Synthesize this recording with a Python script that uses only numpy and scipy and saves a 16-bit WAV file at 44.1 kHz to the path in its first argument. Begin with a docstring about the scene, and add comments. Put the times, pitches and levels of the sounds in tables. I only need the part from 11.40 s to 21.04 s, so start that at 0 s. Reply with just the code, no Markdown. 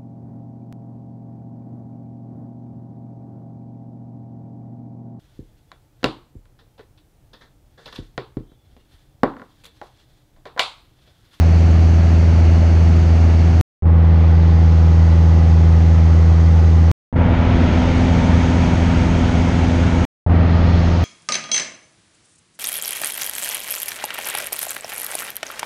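"""Inside the cabin of a small propeller plane in cruise: four stretches parted by short silences.
The first is in full flow at once: a four-cylinder engine and its two-blade propeller drone as a sum
of sines, skin panels rumble and air hisses along the window, both as random noise shaped in pitch.
After a hard cut and a silence, each later stretch starts soft, its rumble and hiss dull, then opens up.
The second and third end in hard cuts too; the fourth plays on to the end."""
import sys
import numpy as np
from scipy import signal
from scipy.io import wavfile
from scipy.ndimage import uniform_filter1d

SR = 44100
rng = np.random.default_rng(int(sys.argv[2]) if len(sys.argv) > 2 else 0)


def materialize(psi):
    """Save the field psi as 16-bit PCM at rate SR to the path in sys.argv[1].

    A 1-D psi becomes a single channel; in a 2-D psi each row is a channel.
    """
    bounded = np.clip(np.atleast_2d(psi).T, -1, 1)
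    quanta = np.round(bounded * 32767).astype(np.int16)
    wavfile.write(sys.argv[1], SR, quanta)


N = 425124
T = np.arange(N) / SR  # time of every sample, in s


def gain_of(db):
    """Turns decibels into a plain multiplier."""
    return 10 ** (np.asarray(db) / 20)


def evened(x):
    """Scales a signal to an rms (average strength) of 1."""
    return x / np.sqrt(np.mean(np.abs(x) ** 2) + 1e-20)


def wander(rate_hz, t):
    """Slow chance movement: sines of random phase from 0.3 Hz up to rate_hz, the slow ones largest."""
    total = 0
    for f in np.geomspace(.3, rate_hz, num=16):
        total = total + np.sin(2 * np.pi * (f * t + rng.random())) / np.sqrt(f)
    return evened(total)


# How fast the cylinders fire, one row a stretch: (rate at the start [Hz], rate at the end [Hz])
FIRING_HZ = [(82.04, 82.02), (81.72, 81.52), (84.12, 84.09), (83.93, 83.97)]


def firing_cycles(t, i, end_angle):
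    """Counts firings as the engine speed glides; the last sample lands on end_angle (in firing cycles)."""
    cycles = np.cumsum(np.linspace(*FIRING_HZ[i], len(t))) / SR
    return cycles + end_angle - cycles[-1]


# The firing tone and its multiples, one row a stretch, against the drone level:
# (first multiple [dB], second [dB], ... twelfth [dB])
FIRING_TONES = [
    [0, -13.5, -22, -26, -30.5, -35, -33, -33.5, -34, -42, -48, -43],
    [0, -11, -24, -29, -35, -30.5, -32, -46, -38.5, -33, -52, -52],
    [0, -6.5, -5.5, -21, -28, -19.5, -28, -28.5, -35, -35, -31, -36],
    [0, -9, -17, -25, -28, -27.5, -34, -34.5, -37, -42, -35, -45],
]
# Loud orders that beat against the first, second and fourth multiples once an engine cycle:
# (four orders [multiples of the firing rate])
LOPING = (3 / 4, 5 / 4, 9 / 4, 17 / 4)
# Their levels, one row a stretch, against the drone level: (one level for each order [dB])
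LOPING_DB = [(-26, -20, -24.5, -33), (-26, -20.5, -29, -31), (-15, -7.5, -11.5, -29), (-24, -13, -19, -32)]
# Faint orders from unequal cylinders, one row each for a quarter, a half and three quarters of the way
# between two multiples: (level above the first multiple [dB], fall [dB per octave])
BETWEEN = [(-3, 3.5), (-6, 2.5), (0, 4.5)]
# Shared level of the faint orders against the drone level: (one level for each stretch [dB])
BETWEEN_DB = [-28, -29, -19, -23]
SCATTER_DB = 2.0  # chance spread of the faint orders


def engine_orders(i):
    """A four-stroke cycle holds four firings, so tones fall on quarters: (multiple of firing rate, dB)."""
    tones_db = FIRING_TONES[i]
    level = {}
    for quarter, (first_db, fall_db) in enumerate(BETWEEN, start=1):
        for n in range(1, len(tones_db) - 1):
            faint_db = BETWEEN_DB[i] + first_db - fall_db * np.log2(n)
            level[n + quarter / 4] = faint_db + SCATTER_DB * rng.standard_normal()
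    level.update(zip(LOPING, LOPING_DB[i]))  # the loud orders replace faint ones at the same place
    level.update(enumerate(tones_db, start=1))
    return level.items()


def drone(t, cycles, i, lag):
    """Each order is a sine locked to the crank; gusts and uneven firing make it waver a little on its own."""
    out, coarse = np.zeros(len(t)), t[::256]
    for k, db in engine_orders(i):
        waver_db = np.interp(t, coarse, 0.4 * wander(6, coarse))
        slip = np.interp(t, coarse, 0.0023 * k * wander(5.5, coarse))
        # the cabin shifts the overtones against the firing tone, which skews the pulse;
        # orders between the firings fall anywhere
        angle = lag * (k - 1) if k % 1 == 0 else rng.random()
        gain = gain_of(db + waver_db * (k != 1))  # the firing tone itself keeps a steady level
        out += gain * np.sqrt(2) * np.cos(2 * np.pi * (k * cycles + angle + slip))
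    return out


DULL_HZ, OPENS_HZ_PER_S = 1650, 7100  # the treble corner at each start and how fast it climbs


def airflow(spectrum, lo_hz, hi_hz, start, t, size, patchy_db, peaks=()):
    """Random short-time spectra with drifting patches, rms 1 between lo_hz and hi_hz before the dulling."""
    hop = size // 4
    frames, hz = len(t) // hop + 8, np.fft.rfftfreq(size, 1 / SR)
    real, imaginary, patches = rng.standard_normal((frames, len(hz), 3)).T
    # smoothing over both pitch and time turns chance values into patches
    patches = uniform_filter1d(patches, size=8, axis=0)
    patches = evened(uniform_filter1d(patches, size=8, axis=1))

    f, db = np.transpose(spectrum)
    shape = gain_of(np.interp(np.log(hz + 1), np.log(f + 1), db, left=-100, right=-100))
    lift = sum(lift_db / (1 + (2 * (hz - peak_hz) / width) ** 2) for peak_hz, width, lift_db in peaks)
    shape = shape * gain_of(lift)
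    shape = shape / np.sqrt(np.sum(shape[(hz > lo_hz) & (hz < hi_hz)] ** 2))

    age = t[0] + np.arange(frames) * hop / SR - start
    corner = DULL_HZ + OPENS_HZ_PER_S * age
    dull = 1 / np.sqrt(1 + (hz[:, None] / corner) ** 4)  # a two-pole low-pass
    spectra = (real + 1j * imaginary) * shape[:, None] * dull * gain_of(patchy_db * patches)
    noise = signal.istft(spectra, nperseg=size, noverlap=size - hop)[1]
    return noise[:len(t)] * np.sqrt(2 / 3)


# Panels shaken by the airflow, one table a stretch: (frequency [Hz], relative level per Hz [dB])
RUMBLE = [
    [(8, -28.5), (21, -12), (41, -0.5), (62, -2), (103, -0.5), (144, -3.5), (205, -3), (267, -8.5),
     (349, -10.5), (451, -16), (595, -14.5), (759, -15), (943, -21), (1300, -52)],
    [(8, -36), (20, -4), (41, -1.5), (61, -0.5), (102, 2), (143, -5), (204, -2.5), (265, -9), (347, -8.5),
     (448, -12), (591, -17.5), (754, -13), (938, -18), (1300, -46.5)],
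    [(8, -37.5), (21, -10), (42, -3), (63, 1), (105, -4), (147, -7), (210, -6), (274, -9), (358, -13),
     (463, -19), (610, -16), (779, -18.5), (968, -17.5), (1300, -52.5)],
    [(8, -35), (21, -12), (42, -3), (63, -6.5), (105, -7), (147, -9.5), (210, -5.5), (273, -11.5),
     (357, -16), (462, -18.5), (608, -16), (776, -18), (965, -21), (1300, -63)],
]


def rumble(t, start, i):
    """Air shakes the skin panels at random, mostly at low pitches."""
    return airflow(RUMBLE[i], 350, 890, start, t, size=4096, patchy_db=0.8)


# Air rushing past window and door seals, one table a stretch: (frequency [Hz], relative level per Hz [dB])
HISS = [
    [(700, -25), (1000, -3), (1200, -1), (1450, -2.5), (2000, -5), (2800, -8), (3300, -13), (3800, -15.5),
     (4500, -10), (5100, -17), (6450, -14.5), (6900, -22), (7900, -28), (9300, -37), (11200, -39)],
    [(700, -22.5), (1000, -0.5), (1200, -2), (1450, -6.5), (2000, -7), (2800, -12.5), (3300, -13),
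     (3800, -15.5), (4500, -15.0), (5100, -17), (6450, -18.5), (6900, -25.5), (7900, -30.5), (9300, -36),
     (11200, -49)],
    [(700, -26), (1000, -6), (1200, -2.5), (1450, -3.5), (2000, -4.5), (2300, -7), (2800, -8.5), (3300, -9),
     (3800, -13.5), (5100, -17.5), (6450, -17.5), (6900, -23.5), (7900, -27.5), (9300, -34.5),
     (11200, -46.5)],
    [(700, -26), (1000, -6), (1200, 2), (1450, -4), (2000, -8), (2300, -7), (2800, -9.5), (3300, -10),
     (3800, -12.5), (5100, -14), (6450, -18), (6900, -21.5), (7900, -30), (9300, -34), (11200, -58)],
]
# Narrow resonances of window and cabin that the hiss passes through, one table a stretch:
# (frequency [Hz], width [Hz], lift [dB])
CABIN = [
    [(2180, 150, 2.5), (2880, 90, 2), (5600, 130, 3)],
    [(1230, 73, 2), (1470, 80, 3.5), (1970, 80, 4.5), (6570, 200, 3.5)],
    [(1310, 90, 2.5), (1430, 120, 2.5), (2250, 230, 4), (6640, 300, 3.5)],
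    [(1880, 180, 5.5), (4150, 300, 3), (6510, 200, 4.5)],
]


def hiss(t, start, cycles, i):
    """Rushing air makes high noise, which throbs faintly with the propeller wash, once a firing."""
    throb = 1 + 0.025 * np.cos(2 * np.pi * cycles)
    return throb * airflow(HISS[i], 1000, 8000, start, t, size=1024, patchy_db=0.68, peaks=CABIN[i])


# The mix, one row a stretch: (drone [dB], rumble [dB], hiss [dB], drift of all levels [dB per s])
FLIGHT = [(-10, -29.5, -32.5, -0.1), (-9.5, -31.5, -33.5, 0), (-16.5, -24, -26.2, -.5),
          (-12, -24, -26.5, -3)]
SOFT_S, SOFT_HISS_DB = .032, -3.5  # length of the soft start, in which the hiss sits lower still


def stretch(i, start, end, end_angle, lag, soft_db):
    """One stretch of cruise: drone, rumble and hiss added up, with a soft start and a slow level drift."""
    t = T[(T >= start) & (T < end)]
    drone_db, rumble_db, hiss_db, drift_db = FLIGHT[i]
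    cycles = firing_cycles(t, i, end_angle)
    # both steps are rounded, so they click far less than the cut
    rise = np.clip((t - start) / 0.0004, 0, 1)
    soft = 1 - np.clip((t - start - SOFT_S) / 0.0003, 0, 1)  # 1 in the soft start, 0 after it
    sound = gain_of(drone_db) * drone(t, cycles, i, lag)
    sound += gain_of(rumble_db) * rumble(t, start, i)
    sound += gain_of(hiss_db + SOFT_HISS_DB * soft) * hiss(t, start, cycles, i)
    return sound * rise * gain_of(soft_db * soft + drift_db * (t - t[0]))


# One row a stretch; the first starts before time 0, so it is heard already open, and the last outlasts
# the scene: (start [s], end [s], drone angle at the last sample [firing cycles],
# lag of the overtones [cycles per step up the multiples], soft start [dB])
STRETCHES = [(-3, 2.2113, .45, -.02, 0), (2.4232, 5.5146, .97, .46, -6), (5.727, 8.6512, .77, -.155, -8),
             (8.8635, 9.7, .58, -.09, -4)]


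def scene():
    """The four stretches laid out with silence between them."""
    out = np.zeros(N)
    for i, row in enumerate(STRETCHES):
        start, end = row[:2]
        out[(T >= start) & (T < end)] = stretch(i, *row)
    return out[None]


CEILING = .8  # the level that the tallest crests bend towards
EDGE_HZ = 16000  # the band limit


def record(dry):
    """The input stage rounds the tallest crests; then a low-pass takes away the highest treble."""
    rounded = dry / (1 + np.abs(dry / CEILING) ** 8) ** (1 / 8)
    low_pass = signal.firwin(511, EDGE_HZ, window=("kaiser", 9), fs=SR)
    return signal.oaconvolve(rounded, low_pass[None], "same")


dry = scene()
out = record(dry)
materialize(out)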